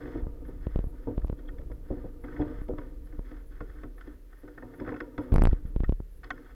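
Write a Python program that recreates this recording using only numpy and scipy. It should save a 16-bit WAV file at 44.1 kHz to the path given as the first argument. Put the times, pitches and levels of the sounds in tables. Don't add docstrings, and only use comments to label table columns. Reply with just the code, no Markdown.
import sys
import numpy as np
from scipy import signal
from scipy.fft import rfft, irfft
from scipy.io import wavfile
from scipy.ndimage import uniform_filter1d

SR = 44100
rng = np.random.default_rng(int(sys.argv[2]) if len(sys.argv) > 2 else 0)


def digitize_waveform(pressure):
    field = np.atleast_2d(pressure).T
    bounded = np.clip(field, -1, 1)
    quanta = np.round(bounded * 32767).astype(np.int16)
    wavfile.write(sys.argv[1], SR, quanta)


def volts(x):
    e = np.asarray(x, float) / 20
    return 10 ** e


N = 288839
RAIL = .255


def evened(x):
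    return x / np.sqrt(np.mean(x ** 2) + 1e-20)


def curve(rows, order):
    rows = np.array(rows)
    return np.interp(np.arange(N) / SR, rows[:, 0], rows[:, order])


def add(mix, s, sound):
    part = mix[max(round(s * SR), 0):][:len(sound)]
    part += sound[:len(part)]


def ease(u):
    return .5 - .5 * np.cos(np.pi * np.clip(u, 0, 1))


def swells(rows, rise, fall):
    t = np.arange(N) / SR
    (rise_s, rise_lead), (fall_s, fall_lead) = rise, fall
    total = np.zeros(N)
    for s, length, db in rows:
        fade_in = ease((t - s) / rise_s + rise_lead)
        fade_out = ease((s + length - t) / fall_s + fall_lead)
        total += volts(db) * fade_in * fade_out
    return total


def ring(x, modes, detune=0, bright_db=0, flip=-1):
    out = np.zeros(len(x))
    for k, (hz, width, db) in enumerate(modes):
        hz = hz * (1 + detune * np.sin(k * k + detune * 1000))
        lift_db = bright_db * (k > len(modes) / 2)
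        out += flip ** k * volts(db + lift_db) * signal.lfilter(*signal.iirpeak(hz, hz / width, SR), x)
    return out


def grit(per_s, spread_db, smooth, grain_ms):
    size = volts(spread_db * np.minimum(rng.exponential(1, N), 4))
    size = size * (rng.random(N) < per_s / SR)
    scuffs = signal.oaconvolve(size, np.exp(-np.arange(2000) / SR * 1000 / grain_ms))[:N]
    return (evened(scuffs) + smooth) * rng.standard_normal(N)


def coarse_grit():
    return grit(per_s=120, spread_db=2, smooth=2, grain_ms=5)


def after(hits, decay_ms):
    spikes = np.zeros(N)
    for s, size in hits:
        spikes[round(s * SR)] += size
    dying = signal.lfilter([1], [1, -np.exp(-1000 / decay_ms / SR)], spikes)
    return uniform_filter1d(dying, 400)


def blows(rows, modes, shake_ms, tick, detune, contact_ms, flip):
    out, t = np.zeros(N), np.arange(9000) / SR
    pad = signal.windows.hann(round(contact_ms * SR / 1000) + 3)
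    for s, peak_db, bright_db in rows:
        decays = t * 1000 / shake_ms
        drive = rng.standard_normal(len(t)) * np.exp(-decays) * ease(decays / 0.31)
        drive[0] += tick * np.sqrt(shake_ms)
        drive = np.convolve(drive, pad)[:len(t)]
        sound = ring(drive, modes, detune * rng.uniform(-1.058, 1), bright_db, flip)
        add(out, s, volts(peak_db) * sound / abs(sound).max())
    return out


# (time [s], sway of the mount [dB], rolling felt in the frame [dB])
MOTION = [(0.0, -47, -40.5), (0.25, -41.5, -47.5), (0.56, -37.5, -52.5), (0.78, -35.5, -52),
          (0.89, -40.5, -52), (1.35, -44, -52), (1.5, -38.5, -49), (1.7, -37.5, -58), (2.21, -42.5, -52),
          (2.46, -39, -38), (2.63, -41.5, -51), (2.94, -40.5, -54.5), (3.56, -42, -61), (3.9, -43, -56.5),
          (4.36, -50, -66), (4.82, -57, -44), (5.2, -52, -52.5), (5.4, -45, -36), (5.53, -38, -50.5),
          (5.8, -36.5, -61), (6.02, -42, -84), (6.24, -46.5, -57), (6.4, -52, -53.5), (6.55, -46, -62)]
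# (frequency [Hz], width [Hz], level [dB])
MOUNT_MODES = [(30.8, 10.5, 2), (49.7, 22, -4.5), (103.3, 58, -21.5)]


def sway():
    rock_db, rock_ms = -14, 24.8
    shake = ring(ring(rng.standard_normal(N), MOUNT_MODES), [(38.5, 162, 0)])
    envelope = uniform_filter1d(abs(signal.hilbert(shake)), 2500)
    steadied = evened(shake / envelope ** 0.68)
    hits = [(s, volts(db)) for s, db, _ in KNOCKS]
    hits += [(s, abs(end - start) / 2) for s, start, end, _ in JOLTS if abs(end) < .2]
    return (volts(curve(MOTION, order=1)) + volts(rock_db) * after(hits, rock_ms)) * steadied


# (frequency [Hz], width [Hz], level [dB])
FRAME_MODES = [(108.5, 23.4, -4.5), (191, 12, -21.5), (253, 7.2, 0), (299.8, 13.1, 5.5), (316, 33, -5),
               (363.6, 15.4, -2.5), (438, 12.4, -6), (478, 39, -5), (526, 3.3, -15), (602, 2.6, -15.5),
               (728, 23, -20), (904, 95, -23), (964, 13.5, -18), (1190, 67, -23)]


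def rolling():
    judder_db, judder_ms = -17.5, 45
    dulled = signal.sosfilt(signal.butter(2, 1500, fs=SR, output="sos"), coarse_grit())
    frame = evened(ring(dulled, FRAME_MODES))
    judder = after([(s, volts(db)) for s, db, _ in KNOCKS], judder_ms)
    return (volts(curve(MOTION, order=2)) + volts(judder_db) * judder) * frame


# (frequency [Hz], width [Hz], level [dB])
CASE_MODES = [(734, 80, -6.5), (1088, 50, -4), (1301, 67, -1), (1406, 16, -0.5), (1498, 66, 0.5),
              (1812, 80, 0.5), (1905, 118, -3.5), (2100, 249, -8), (2240, 43, -11), (2553, 37, -18),
              (3030, 70, -22), (3266, 40, -17), (3455, 160, -20.5), (4400, 200, -29), (5080, 70, -22.5),
              (5840, 67, -36), (5870, 110, -31.5), (7900, 200, -45)]
# (start [s], length [s], level [dB])
RUBS = [(0, .2, -56), (0.46, 0.11, -66), (0.61, 0.22, -65), (0.94, 0.22, -71), (1.375, .16, -77),
        (1.848, 0.24, -66.5), (2.241, 0.39, -59), (2.773, .13, -65), (3.06, 0.18, -74), (3.246, 0.17, -63),
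        (3.511, 0.35, -64.5), (3.98, .17, -66), (4.301, 0.28, -70.5), (4.578, 0.26, -69), (4.79, 0.25, -61),
        (5.046, 0.14, -72.5), (5.185, 0.097, -58), (5.325, 0.25, -59), (5.655, 0.023, -67),
        (5.838, 0.016, -64), (6.239, 0.026, -53.5), (6.323, 0.22, -63)]


def rubbing():
    rest_db = -86.5
    rub = grit(per_s=220, spread_db=2.8, smooth=1.5, grain_ms=3)
    case = evened(ring(rub, CASE_MODES, bright_db=3.0))
    backwards = coarse_grit()[::-1]
    rasp = evened(ring(backwards, FRAME_MODES, bright_db=9))
    press = swells(RUBS, rise=(0.023, .5), fall=(0.12, .5))
    return (press + volts(rest_db)) * case + press * volts(-0.5) * rasp


# (frequency [Hz], relative level [dB])
HISS_COLOUR = [(59, -40), (100, -28.5), (197, -17), (295, -16.5), (406, -6.5), (492, -10.5), (818, -31),
               (1800, -25.5), (2420, -31.5), (7140, -37.5), (12900, -39.5), (14100, -33), (16000, -40)]


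def hiss():
    level_db = -76
    hz = np.fft.rfftfreq(N, 1 / SR)
    f, db = np.transpose(HISS_COLOUR)
    shape = volts(np.interp(np.log(hz + 1), np.log(f), db))
    shaped = irfft(rfft(rng.standard_normal(N)) * shape, N)
    return volts(level_db) * shaped / np.sqrt(np.mean(shape ** 2 * (hz > 2500)))


FIZZ_TIMES = [.459, .832, .874, 1.234, 1.714, 2.211, 2.612, 3.04, 3.459, 3.959, 4.376, 4.744, 5.207, 5.656,
              6.108, 6.155]
# (frequency [Hz], width [Hz], level [dB])
FIZZ_BANDS = [(11150, 590, 2), (15400, 2300, -15)]


def fizz():
    rest_db, swell_db, swell_ms = -82, -77.5, 42
    gate = volts(rest_db) * np.ones(N)
    for s in FIZZ_TIMES:
        add(gate, s, volts(swell_db) * signal.windows.tukey(round(swell_ms * SR / 1000), .3))
    banded = ring(rng.standard_normal(N), FIZZ_BANDS)
    return gate * evened(ring(banded, [(13000, 18000, 0)]))


# (frequency [Hz], rms level [dB])
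WHINE_TONES = [(13695, -96), (13749, -86), (13803, -93), (13857, -97)]


def whine():
    t = np.arange(N) / SR
    return sum(np.sqrt(2) * volts(db) * np.cos(2 * np.pi * hz * t) for hz, db in WHINE_TONES)


# (time [s], peak level [dB], brightness [dB])
CLACKS = [(.0544, -42, -3), (.17, -63, 6), (.4494, -52, 4), (.4844, -57, 7), (1.2164, -51, 0),
          (1.3886, -52, 9.5), (1.487, -41.5, -9), (1.5827, -50.5, 2), (1.6127, -53.5, 10),
          (1.7148, -48.5, -3), (2.2398, -41.5, -7), (2.281, -42, -8), (2.3226, -43.5, -7),
          (2.363, -40.5, -11), (2.418, -40, -1), (2.682, -50.5, 8), (2.7826, -35.5, -2.5),
          (2.815, -46.5, -8), (3.0692, -56, 8), (3.124, -50.5, -6), (3.3129, -45, 3), (3.6048, -36.5, -6),
          (3.6968, -47.5, 6), (3.7839, -50, 0), (3.8333, -39.5, -6), (3.979, -48.5, -2), (4.009, -43, 6),
          (4.073, -49, 5), (4.3276, -49, 0), (4.4776, -45, 0), (4.577, -37.5, -13), (4.623, -42, -14),
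          (4.738, -47, -4), (4.799, -40.5, 2), (4.847, -45, -12), (4.8623, -39, -5), (4.8747, -32, -8),
          (4.8893, -29.5, -5.5), (4.9045, -42, 0), (4.921, -39, -9), (4.9407, -38, -17), (4.9623, -38, -6),
          (5.003, -25, -2.5), (5.1786, -30, 3), (5.3196, -29.5, 5), (5.4095, -35, -3), (5.6544, -53, 11),
          (5.8403, -34, -1), (6.2325, -41, 1), (6.2418, -41, 15), (6.3041, -22.5, 0.5), (6.3769, -45, -1)]


def clacks():
    return blows(CLACKS, CASE_MODES, shake_ms=3.18, tick=1.35, detune=0.023, contact_ms=.1, flip=-1.007)


# (time [s], peak level [dB], brightness [dB])
KNOCKS = [(0.072, -36, 16), (.153, -23.5, 2), (.483, -36.5, 8), (1.072, -23.5, 10.5), (1.593, -36, -3),
          (1.7, -37, 10), (1.904, -24, -15), (1.965, -39, -8), (2.042, -35.5, -5), (2.238, -34, 17),
          (2.395, -21.5, 14), (2.43, -55, 3), (2.688, -23, 1), (2.779, -31, 15.5), (3.128, -40.5, 12),
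          (3.315, -40, -4), (3.608, -34, -9), (3.834, -35, 6), (4.073, -37.5, 6), (4.434, -39, -3),
          (4.477, -45, 2), (4.576, -39, 5), (4.625, -34.5, 14), (4.809, -27.5, 13.5), (4.877, -31, 0),
          (4.918, -30.5, 21), (5.01, -32.5, 14.5), (5.181, -26, 18), (6.307, -35.5, 9)]


def knocks():
    return blows(KNOCKS, FRAME_MODES, shake_ms=17, tick=1.44, detune=0.0153, contact_ms=1.436, flip=1)


# (time [s], pressure before [full scale], pressure after [full scale], rise [ms])
JOLTS = [(.2258, .01, -.058, 4.69), (.2338, -.057, .04, 4.06), (.2698, -.037, .042, .95),
         (.67, -.061, .099, .88), (.7604, -.054, .164, .78), (.7917, -.051, .105, .86),
         (.8423, -.014, .048, .88), (.8707, -.051, .031, 1.77), (1.1804, -.06, .101, .86),
         (1.235, .002, -.066, 5), (1.2428, -.064, .027, 3.44), (1.2473, .052, .138, .84),
         (1.2998, -.037, .095, .91), (1.3291, -.032, .051, .98), (2.5881, -.023, .003, .8),
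         (2.6188, -.043, .011, 1.23), (2.7376, -.044, .02, .79), (3.194, -.04, .03, .94),
         (5.3219, 0, -.21, 1.3), (5.3279, -.137, .23, 1.1), (5.3417, .063, -.249, .6),
         (5.3552, -.071, .135, .74), (5.3582, .039, -.073, 1.56), (5.3612, -.06, .251, .28),
         (5.3827, .021, -.251, .31), (5.3945, .057, .249, .68), (5.4128, -.06, -.222, 2.2),
         (5.4208, -.123, .252, .28), (5.4379, .044, -.25, .51), (5.4541, -.053, .252, .17),
         (5.4721, .032, -.252, .31), (5.4898, -.089, .251, 4.43), (5.5232, .002, -.173, 5.31),
         (5.5315, -.06, .213, 1.11), (5.6534, -.025, .067, 1.95), (5.7636, -.002, .178, 1),
         (5.8057, -.058, .111, 1.36), (5.8364, -.027, .118, 1.03), (5.8827, .007, -.114, 7.19),
         (5.8951, -.055, .238, .96), (5.9245, -.017, .121, .87), (6.0039, -.025, .048, 1.11)]


def jolts():
    load_ms, kick_ms = 11, .45
    swing, damp = 1.6, 2.1
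    kick_share, kick_most = .25, 0.032
    slowest_kick_ms = 1.5
    out, settled = np.zeros(N), 0
    for s, before, end, rise_ms in JOLTS:
        hard = abs(end) > .96 * RAIL and rise_ms < 1
        kicks = .75 < rise_ms < slowest_kick_ms and before > -.1
        kick = np.clip(kick_share * (end - before), 0, kick_most) * kicks
        if abs(end) > .2 and not kick:
            sag_ms = 9.1
        else:
            sag_ms = min(4.4 * (RAIL / abs(end)) ** 0.38, 11)
        span_ms = rise_ms * (1 if hard else 1.6)
        at = slice(round(s * SR) - 800, round(s * SR) + 4000)
        ms = (np.arange(at.start, at.stop) / SR - s) * 1000 + span_ms / 2

        room_ms = np.clip((s - settled) * 1000 - span_ms / 2 - kick_ms, .5, load_ms)
        load = ease(1 + (ms + kick_ms) / room_ms)
        edge_ms = 0.19 * (RAIL / abs(end - before)) ** 0.66
        held = out[at] * (1 - load) + before * load - kick * ease((ms + kick_ms) / edge_ms)

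        late = np.maximum(ms - span_ms, 0) / sag_ms
        overshoot = min(0.66 * kick, 0.71 * abs(end))
        rebound = np.sign(end) * overshoot * ease(late * sag_ms / 0.59)
        sag = (end - rebound) * np.exp(-late / damp) * np.cos(np.pi / 2 * late / swing)

        snap = np.clip(ms / span_ms, 0, 1)
        if not hard:
            snap = ease(snap ** (0.74 if rise_ms < slowest_kick_ms else 1))
        out[at] = held * (1 - snap) + sag * snap
        settled = s + span_ms / 2000
    return out


# (time just into the release [s], depth, negative is upward [full scale])
BRIEF_KICKS = [(.685, .002), (.7737, .007), (.8071, .005), (1.1986, .006), (1.273, .007), (1.2824, .009),
               (5.3273, .008), (5.3347, .022), (5.3547, .01), (5.3609, -.05), (5.4237, .125),
               (5.4305, .006), (5.4649, .018), (5.4941, .025), (5.9021, .004), (1.3225, .003)]


def brief_kicks():
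    out, ms = np.zeros(N), np.arange(120) / SR * 1000
    for s, depth in BRIEF_KICKS:
        fall_ms = .12 + 40 * max(depth, 0) ** 2
        release = ease((ms - fall_ms - .3) / (fall_ms + .34))
        add(out, s - (fall_ms + .55) / 1000, -depth * ease(ms / fall_ms) * (1 - release))
    return out


# (time [s], peak level [dB], brightness [dB])
THUDS = [(1.075, -47, 0), (1.91, -32, 0), (2.05, -35.5, 0), (2.4, -26, 0), (2.69, -47, 0), (3.61, -39, 0)]
# (frequency [Hz], width [Hz], level [dB])
TYRE_MODES = [(107, 16, -3.5), (157, 61, -8.5)]


def thuds():
    return blows(THUDS, TYRE_MODES, shake_ms=30, tick=5.5, detune=.03, contact_ms=2.4, flip=0.81)


# (start [s], length [s], level [dB])
SQUEAKS = [(1.378, 0.024, -74), (1.455, 0.0091, -74), (1.474, 0.018, -63), (2.244, 0.0093, -67),
           (2.36, 0.0069, -73), (2.41, 0.012, -63)]


def squeaks():
    band = [(3320, 220, 0)]  # (Hz, width Hz, dB)
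    whistle = evened(ring(ring(rng.standard_normal(N), band), band))
    return swells(SQUEAKS, rise=(0.0053, 0), fall=(.006, .5)) * whistle


# (time [s], peak level [dB])
CRACKLE = [(5.3414, -36), (5.3604, -38), (5.4375, -31)]


def crackle():
    centre_hz, length_ms = 10000, 0.7
    out, t = np.zeros(N), np.arange(200) / SR
    for s, peak_db in CRACKLE:
        burst = rng.standard_normal(len(t)) * ease(1.5 - t * 1000 / length_ms)
        spit = ring(ring(burst, [(centre_hz, 3500, 0)]), [(centre_hz, 9000, 0)])
        add(out, s, volts(peak_db) * spit / abs(spit).max())
    return out


def scene():
    jolt = jolts() + brief_kicks()
    free = 1 - ease(uniform_filter1d(abs(jolt), 300) / 0.22)
    vibration = sway() + rolling() + rubbing() + clacks() + knocks() + thuds() + squeaks()
    electronics = hiss() + fizz() + whine()
    return (jolt + crackle() + free * vibration + electronics)[None]


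def roll_off(x):
    return signal.sosfilt(signal.butter(12, 16790, fs=SR, output="sos"), x)


def record(dry):
    clipped = np.clip(dry, -RAIL, RAIL)
    return roll_off(clipped)


dry = scene()
out = record(dry)
digitize_waveform(out)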